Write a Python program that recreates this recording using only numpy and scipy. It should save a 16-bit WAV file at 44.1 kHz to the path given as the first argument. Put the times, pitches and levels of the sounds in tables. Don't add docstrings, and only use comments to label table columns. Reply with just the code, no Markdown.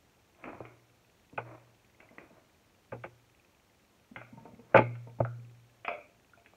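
import sys
import numpy as np
from scipy import signal
from scipy.fft import rfft, irfft
from scipy.io import wavfile
from scipy.ndimage import uniform_filter1d, map_coordinates

SR = 44100
rng = np.random.default_rng(int(sys.argv[2]) if len(sys.argv) > 2 else 0)


def wrap_up_sound(samples):
    columns = np.atleast_2d(samples).T
    tamed = np.clip(columns, -1, 1)
    steps = np.round(tamed * 32767).astype(np.int16)
    wavfile.write(sys.argv[1], SR, steps)


N = 289334

# treble arrival in seconds, level in dB, weight (lowest band) in dB, hardness in dB per octave,
# share of the free ring time, boom in dB before BOOM_LIFT_DB, travel time through the top at 1 kHz in seconds.
LANDINGS = [(.478, -45, -6, -4, 0.54, -70, 0.0013), (0.603, -43, 4.5, -4.5, 0.11, -52, .003),
            (1.376, -32.5, -6.5, 3.5, 0.63, -45.5, 0.0043), (2.919, -37.5, 1, -1, 0.76, -44, 0.0077),
            (3.036, -41, 1.5, 4.5, 0.6, -55.5, 0.0063), (4.166, -51, 3.5, 0, .9, -51.5, 0.0013),
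            (4.744, -15.5, -5.5, -1, 0.44, -31.5, 0.00078), (4.753, -18.5, -2.5, 0, 0.86, -25.5, 0.00084),
            (4.761, -20.5, -7, 2.5, 0.28, -26.5, .0008), (4.771, -24.5, 6, 6.5, .85, -24, .0008),
            (4.787, -20, 2, -4, .5, -29.5, .0014), (4.816, -38.5, 10, -2.5, 0.15, -31, .0014),
            (5.203, -24, -2, -10, 0.4, -27, 0.00096), (5.249, -41, -8, -2.5, 0.66, -35, 0.0012)]
# start in seconds, level in dB before CLICK_TRIM_DB,
# weight (lowest band) in dB, hardness in dB per octave.
HAND_CLICKS = [(.423, -70, -2, 2), (.44, -48.5, 0, 2), (.455, -49, 6, -2), (.474, -48.5, 4, -3.5),
               (.486, -52.5, -0.5, -2.5), (.53, -47, -26, -7), (.55, -53.5, 0, -6.5), (.651, -56, 9, 3),
               (2.002, -65.5, 6, 5.5), (2.182, -52, 2, 0), (4.16, -48, -21, 3.5), (4.18, -55.5, -2, -0.5),
               (4.214, -46.5, -16.5, -3.5), (4.953, -63, -8, 4.5), (5.847, -54.5, -6, 8.5),
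               (5.88, -35, -9.5, 1), (6.46, -68, 2, 7), (6.534, -58, -6.5, -8)]
# start in seconds, level in dB, weight (lowest band) in dB.
SOFT_BUMPS = [(1.326, -59, 5.5), (2.108, -59, 0.5), (2.306, -60, -3), (4.111, -67, 18), (4.324, -62.5, 12),
              (4.372, -50, -3), (4.453, -47, -6.5), (4.488, -61, 0), (4.531, -65, 13.5), (4.59, -56, -4),
              (5.069, -51, -5), (5.185, -51.5, 0), (5.382, -68.5, 8.5)]
# start in seconds, dry ring peak in dB.
CASE_SNAPS = [(5.848, -37), (5.882, -26.5), (5.915, -34), (5.938, -36.5), (6.375, -52)]
# fastest moment in seconds, level there in dB.
PUSHES = [(.48, -46), (0.629, -56), (1.47, -54), (1.52, -55.5), (2.03, -61.5), (2.21, -57), (2.37, -64.5),
          (4.46, -61.5), (4.74, -55.5)]
# start in
# seconds, pitch in Hz, level in dB, t60 in seconds.
CLINKS = [(2.002, 2070, -48.5, 0.031), (2.089, 2050, -49.5, 0.031), (2.183, 1950, -34, 0.017),
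          (4.771, 2150, -14.5, 0.018), (5.25, 1350, -20.5, 0.0097), (5.879, 4960, -54.5, .05),
          (6.335, 1410, -44.5, 0.027)]

# frequency in Hz, relative level in dB,
# free t60 in seconds (each use shortens it by a share).
TABLE_MODES = [(72, -21.5, .3), (173, -8, 0.081), (247, -12.5, 0.19), (352.3, -12, 0.33),
               (420, -12.5, 0.23), (472.5, -9, 0.2), (538.5, 2, 0.13), (668, 0, 0.078), (795, -0.5, 0.089),
               (864, -0.5, 0.13), (919.5, -17, 0.09), (1200, 2.5, 0.072), (1306, -3.5, 0.042),
               (1376, -4.5, 0.11), (1470, -3.5, 0.12), (1571, -2, 0.086), (2025, -27, .05),
               (2080, -12, 0.066), (2395, -9.5, .07), (2403, -5, 0.11), (2510, -7, 0.088)]
CASE_MODES = [(543, -4, 0.22), (578, -0.5, 0.15), (602, 4.5, 0.16), (686, -6, 0.19), (686.4, 6, 0.41),
              (936, -7, 0.19), (1086, -15, 0.25), (1550, -29, 0.17), (2366, -8.5, 0.12), (2210, -19, 0.38),
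              (2460, -7, 0.11), (2530, -11, 0.28), (3370, -19.5, 0.15)]
PADDED_MODES = [(79, -13, 0.12), (121, -16, 0.62), (166, -5, 0.083), (231, 2.5, 0.085), (293, -1, 0.043),
                (475.4, 1, 0.075), (636, -15.5, .06), (910, -4, 0.18)]

# frequency in Hz, relative spectral level in dB.
CRACK_SPECTRUM = [(30, -41), (100, -15.5), (300, 0), (650, 7.5), (1500, 1), (1800, -3), (2150, 6.5),
                  (2600, 2.5), (2950, -12), (3400, -18), (4000, -49.5), (6500, -48), (15000, -66)]
WALL_SPECTRUM = [(40, -27), (150, 1.5), (600, 0), (1000, -4.5), (1500, 4.5), (1900, -4.5), (2300, 4),
                 (2550, 3), (2900, 2.5), (3500, 9.5), (8000, -9.5)]
SCRAPE_SPECTRUM = [(50, -13), (120, 1), (240, -19), (320, 5.5), (450, -6), (650, 3.5), (850, -7),
                   (1000, -3.5), (1300, -7.5), (1800, -14), (2450, -14), (3000, -33.5), (4200, -63.5)]
AIR_SPECTRUM = [(12, -52), (20, -30.5), (46, -7.5), (117, -3.5), (151, -11.5), (179, -8), (236, -10),
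                (305, -10.5), (339, -10), (476, -11.5), (1000, -16), (1110, -17.5), (3230, -22.5),
                (4200, -46.5), (7110, -120)]
HISS_SPECTRUM = [(2500, -33), (3500, 1.5), (4300, 1), (5000, -3), (5600, 0.5), (6800, -1), (8000, -5),
                 (9700, -6), (10400, -11), (11300, -6.5), (15700, -8.5)]
RIM_SPECTRUM = [(500, -26), (2500, 6.5), (3300, -2.5), (4300, -4), (5100, -9), (5600, -13), (6800, -13.5),
                (8000, -28), (15000, -22.5)]
# frequency in Hz, relative spectral level in dB.
TICKING_SPECTRUM = [(600, -23.5), (1700, -2), (2500, 9.5), (3400, -12.5), (4300, -18.5), (8000, -42.0)]
# frequency in Hz, t60 in seconds.
ROOM_T60 = [(150, 0.58), (600, .42), (1700, 0.31), (2400, 0.4), (3200, 0.21), (5000, .22), (12000, .12)]

# lower edge in Hz, upper edge in Hz.
TONE_BANDS_HZ = [(150, 450), (450, 1000), (1000, 1800), (1800, 2700), (2700, 3800)]
# level in dB for one tone band, relative to the contact.
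LANDING_BANDS_DB = [-6, 0.5, -6.5, -13.5, -29.5]
USUAL_CLICK_BANDS_DB = [0, -0.5, 0.5, -0.5, -15.5]
USUAL_BUMP_BANDS_DB = [1.5, -0.5, -18, -24, -44]

HIT_SIZE = 32768
AGE_S = np.arange(HIT_SIZE) / SR
HIT_HZ = np.fft.rfftfreq(HIT_SIZE, 1 / SR)
TIME_S = np.arange(N) / SR
TOP_HZ = 15750
BLOW_S = 0.012
KNOCK_ROOM_DB, CRACK_FREE_T60_S = -21, 0.14
EDGE_PATH, EDGE_DB = 3.2, -9.5
BOOM_LIFT_DB, CLICK_TRIM_DB = 1.5, -2.5
CLICK_USUAL_T60_S, CLICK_USUAL_DB, CLICK_DOUBLING_DB = 0.038, -47.5, 41
SLIDE_RISE_DB_PER_S, SLIDE_FALL_DB_PER_S = 217, 118.5
RIM_DB, FIRM_BLOW_DB, RIM_GROWTH, RIM_PER_HARDNESS_DB = -50, -19, 1.3, 3.5
CASE_HARDNESS_DB_PER_OCTAVE = 2.5
AIR_DB, HISS_DB = -67.5, -75


def amp(db):
    return 10 ** (np.asarray(db) / 20)


def unit(x):
    return x / np.sqrt(np.mean(x ** 2) + 1e-20)


def fade(t_s, t60_s):
    return np.exp(-np.log(1000) * t_s / np.maximum(t60_s, 1e-3))


def along(points, hz):
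    point_hz, values = np.transpose(points)
    return np.interp(np.log(hz + 1), np.log(point_hz + 1), values)


def add(track, start_s, sound):
    start = round(start_s * SR)
    track[start:start + len(sound)] += sound[:N - start]


def noise(spectrum):
    gain = amp(along(spectrum, np.fft.rfftfreq(N, 1 / SR)))
    return unit(irfft(rfft(rng.standard_normal(N)) * gain, N))


def coloured(x, spectrum):
    cepstrum = irfft(np.log(amp(along(spectrum, HIT_HZ))))
    cepstrum[1:HIT_SIZE // 2] *= 2
    cepstrum[HIT_SIZE // 2 + 1:] = 0
    return irfft(rfft(x) * np.exp(rfft(cepstrum)))


def contact_tone(usual_db, db, weight_db, hardness=0):
    centres_hz = np.sqrt(np.prod(TONE_BANDS_HZ, axis=1))
    octaves = np.log2(centres_hz / centres_hz[1])
    return db + np.array(usual_db) + weight_db * (octaves < 0) + hardness * np.maximum(octaves, 0)


def voiced(x, bands_db):
    for _ in range(2):
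        power = 2 * np.abs(rfft(x)) ** 2 / (HIT_SIZE * BLOW_S * SR)
        gains = []
        for (low_hz, high_hz), db in zip(TONE_BANDS_HZ, bands_db):
            band_power = power[(HIT_HZ > low_hz) & (HIT_HZ < high_hz)].sum()
            gains.append((np.sqrt(low_hz * high_hz), db - 10 * np.log10(band_power)))
        x = coloured(x, gains)
    return x


def ring(modes, length, scatter_db):
    hz, db, t60_s = np.transpose(modes)[:, :, None]
    sign = (-1) ** np.arange(len(hz))[:, None]
    strength = sign * amp(db + scatter_db * rng.standard_normal(hz.shape))
    contact = 1 - np.exp(-(AGE_S / 0.00028) ** 2)
    partials = strength * np.sin(2 * np.pi * hz * AGE_S) * fade(AGE_S, t60_s * length)
    return unit(contact * np.sum(partials, axis=0))


def crack(t60_s):
    burst = rng.standard_normal(HIT_SIZE) * fade(AGE_S, t60_s) * (1 - np.exp(-AGE_S / 0.00017))
    return unit(coloured(burst, CRACK_SPECTRUM))


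def through_top(x, lag_s):
    return irfft(rfft(x) * np.exp(-4j * np.pi * lag_s * np.sqrt(1000 * HIT_HZ)))


def in_room(x, wet_db):
    hz, t_s, cells = signal.stft(rng.standard_normal(HIT_SIZE), SR, nperseg=256)
    decaying = cells * fade(t_s, along(ROOM_T60, hz)[:, None])
    tail = signal.istft(decaying, SR, nperseg=256)[1][:HIT_SIZE]
    tail = coloured(tail * (1 - np.exp(-AGE_S / 0.0027)), WALL_SPECTRUM)
    below_treble = HIT_HZ < TONE_BANDS_HZ[3][1]
    tail /= np.sqrt(np.mean(np.abs(rfft(tail)[below_treble]) ** 2))
    return x + amp(wet_db) * signal.fftconvolve(x, tail)[:HIT_SIZE]


def without_rumble(x, hz):
    return signal.sosfilt(signal.butter(2, hz, "high", fs=SR, output="sos"), x)


def knocks():
    track = np.zeros(N)
    for arrival_s, db, weight_db, hardness, length, _, lag_s in LANDINGS:
        crack_t60_s = CRACK_FREE_T60_S * length
        blow = ring(TABLE_MODES, length, scatter_db=4.0) + amp(-6.5) * crack(crack_t60_s)
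        direct = through_top(blow, lag_s)
        edge = amp(EDGE_DB) * through_top(crack(crack_t60_s), EDGE_PATH * lag_s)
        hit = voiced(direct + edge, contact_tone(LANDING_BANDS_DB, db, weight_db, hardness))
        treble_delay_s = lag_s * np.sqrt(1000 / TONE_BANDS_HZ[-1][0])
        add(track, arrival_s - treble_delay_s, in_room(hit, KNOCK_ROOM_DB))
    return track


def boom(hz, t60_s):
    landing_s, *_, boom_db, _ = np.transpose(LANDINGS)
    last = np.maximum(np.searchsorted(landing_s, TIME_S) - 1, 0)
    decay = fade(np.abs(TIME_S - landing_s[last]), t60_s)
    swing = amp(boom_db[last] + BOOM_LIFT_DB) * decay * (TIME_S > landing_s[0])
    return uniform_filter1d(swing, size=300) * np.sin(2 * np.pi * hz * TIME_S)


def rims():
    track = np.zeros(N)
    contacts = [(s, db, hardness) for s, db, _, hardness, *_ in LANDINGS]
    contacts += [(s, db, CASE_HARDNESS_DB_PER_OCTAVE) for s, db in CASE_SNAPS]
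    for start_s, db, hardness in contacts:
        burst = rng.standard_normal(HIT_SIZE) * fade(AGE_S, 0.044) * (1 - np.exp(-AGE_S / 0.001))
        tick = coloured(burst, RIM_SPECTRUM)
        peak_db = RIM_DB + RIM_GROWTH * (db - FIRM_BLOW_DB) + RIM_PER_HARDNESS_DB * hardness
        add(track, start_s, amp(peak_db) * in_room(tick / np.abs(tick).max(), wet_db=-7))
    return track


def bumps():
    track = np.zeros(N)
    for start_s, db, weight_db in SOFT_BUMPS:
        thud = ring(PADDED_MODES, 0.7, scatter_db=5.0) + amp(-0.5) * crack(0.046)
        thud *= 1 - np.exp(-AGE_S / 0.005)
        tone = contact_tone(USUAL_BUMP_BANDS_DB, db, weight_db)
        add(track, start_s, in_room(voiced(thud, tone), wet_db=-3))
    return track


def clicks():
    track = np.zeros(N)
    for start_s, db, weight_db, hardness in HAND_CLICKS:
        t60_s = CLICK_USUAL_T60_S * 2 ** ((db - CLICK_USUAL_DB) / CLICK_DOUBLING_DB)
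        tick = voiced(crack(t60_s), contact_tone(USUAL_CLICK_BANDS_DB, db, weight_db, hardness))
        add(track, start_s, amp(CLICK_TRIM_DB) * in_room(tick, wet_db=-4.5))
    return track


def clinks():
    track = np.zeros(N)
    for start_s, hz, db, t60_s in CLINKS:
        tone = np.sin(2 * np.pi * hz * AGE_S) * fade(AGE_S, t60_s) * (1 - np.exp(-AGE_S / 0.00053))
        add(track, start_s, amp(db) * in_room(tone, wet_db=-8.5))
    return track


def case():
    track = np.zeros(N)
    for start_s, db in CASE_SNAPS:
        tone = ring(CASE_MODES, 0.49, scatter_db=6.0)
        add(track, start_s, amp(db) * in_room(tone / np.abs(tone).max(), wet_db=-5.5))
    return track


def slides():
    push = np.zeros(N)
    for peak_s, db in PUSHES:
        rise_db = SLIDE_RISE_DB_PER_S * (peak_s - TIME_S)
        fall_db = SLIDE_FALL_DB_PER_S * (TIME_S - peak_s)
        push += amp(db - np.maximum(rise_db, fall_db))
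    grip = map_coordinates(rng.standard_normal(N), [TIME_S * 130])
    return push * unit(noise(SCRAPE_SPECTRUM) * amp(2 * grip))


def electronics(level_db, spread_db):
    count = int(N / SR * 20) + 2
    nearest = np.round(TIME_S * 20).astype(int)
    size = amp(level_db + spread_db * rng.standard_normal(count))
    gate = np.exp(-((TIME_S - nearest / 20 + 0.00085) / 0.0023) ** 2)
    return size[nearest] * gate * noise(TICKING_SPECTRUM)


def background():
    air = amp(AIR_DB) * noise(AIR_SPECTRUM)
    hiss = amp(HISS_DB) * noise(HISS_SPECTRUM)
    return air + hiss + electronics(level_db=-66.5, spread_db=1.5)


def scene():
    table = without_rumble(knocks() + boom(hz=119, t60_s=0.94) + bumps(), hz=67)
    return (table + clicks() + clinks() + rims() + case() + slides() + background())[None]


def record(dry):
    return irfft(rfft(dry) * (np.fft.rfftfreq(N, 1 / SR) < TOP_HZ), N)


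dry = scene()
out = record(dry)
wrap_up_sound(out)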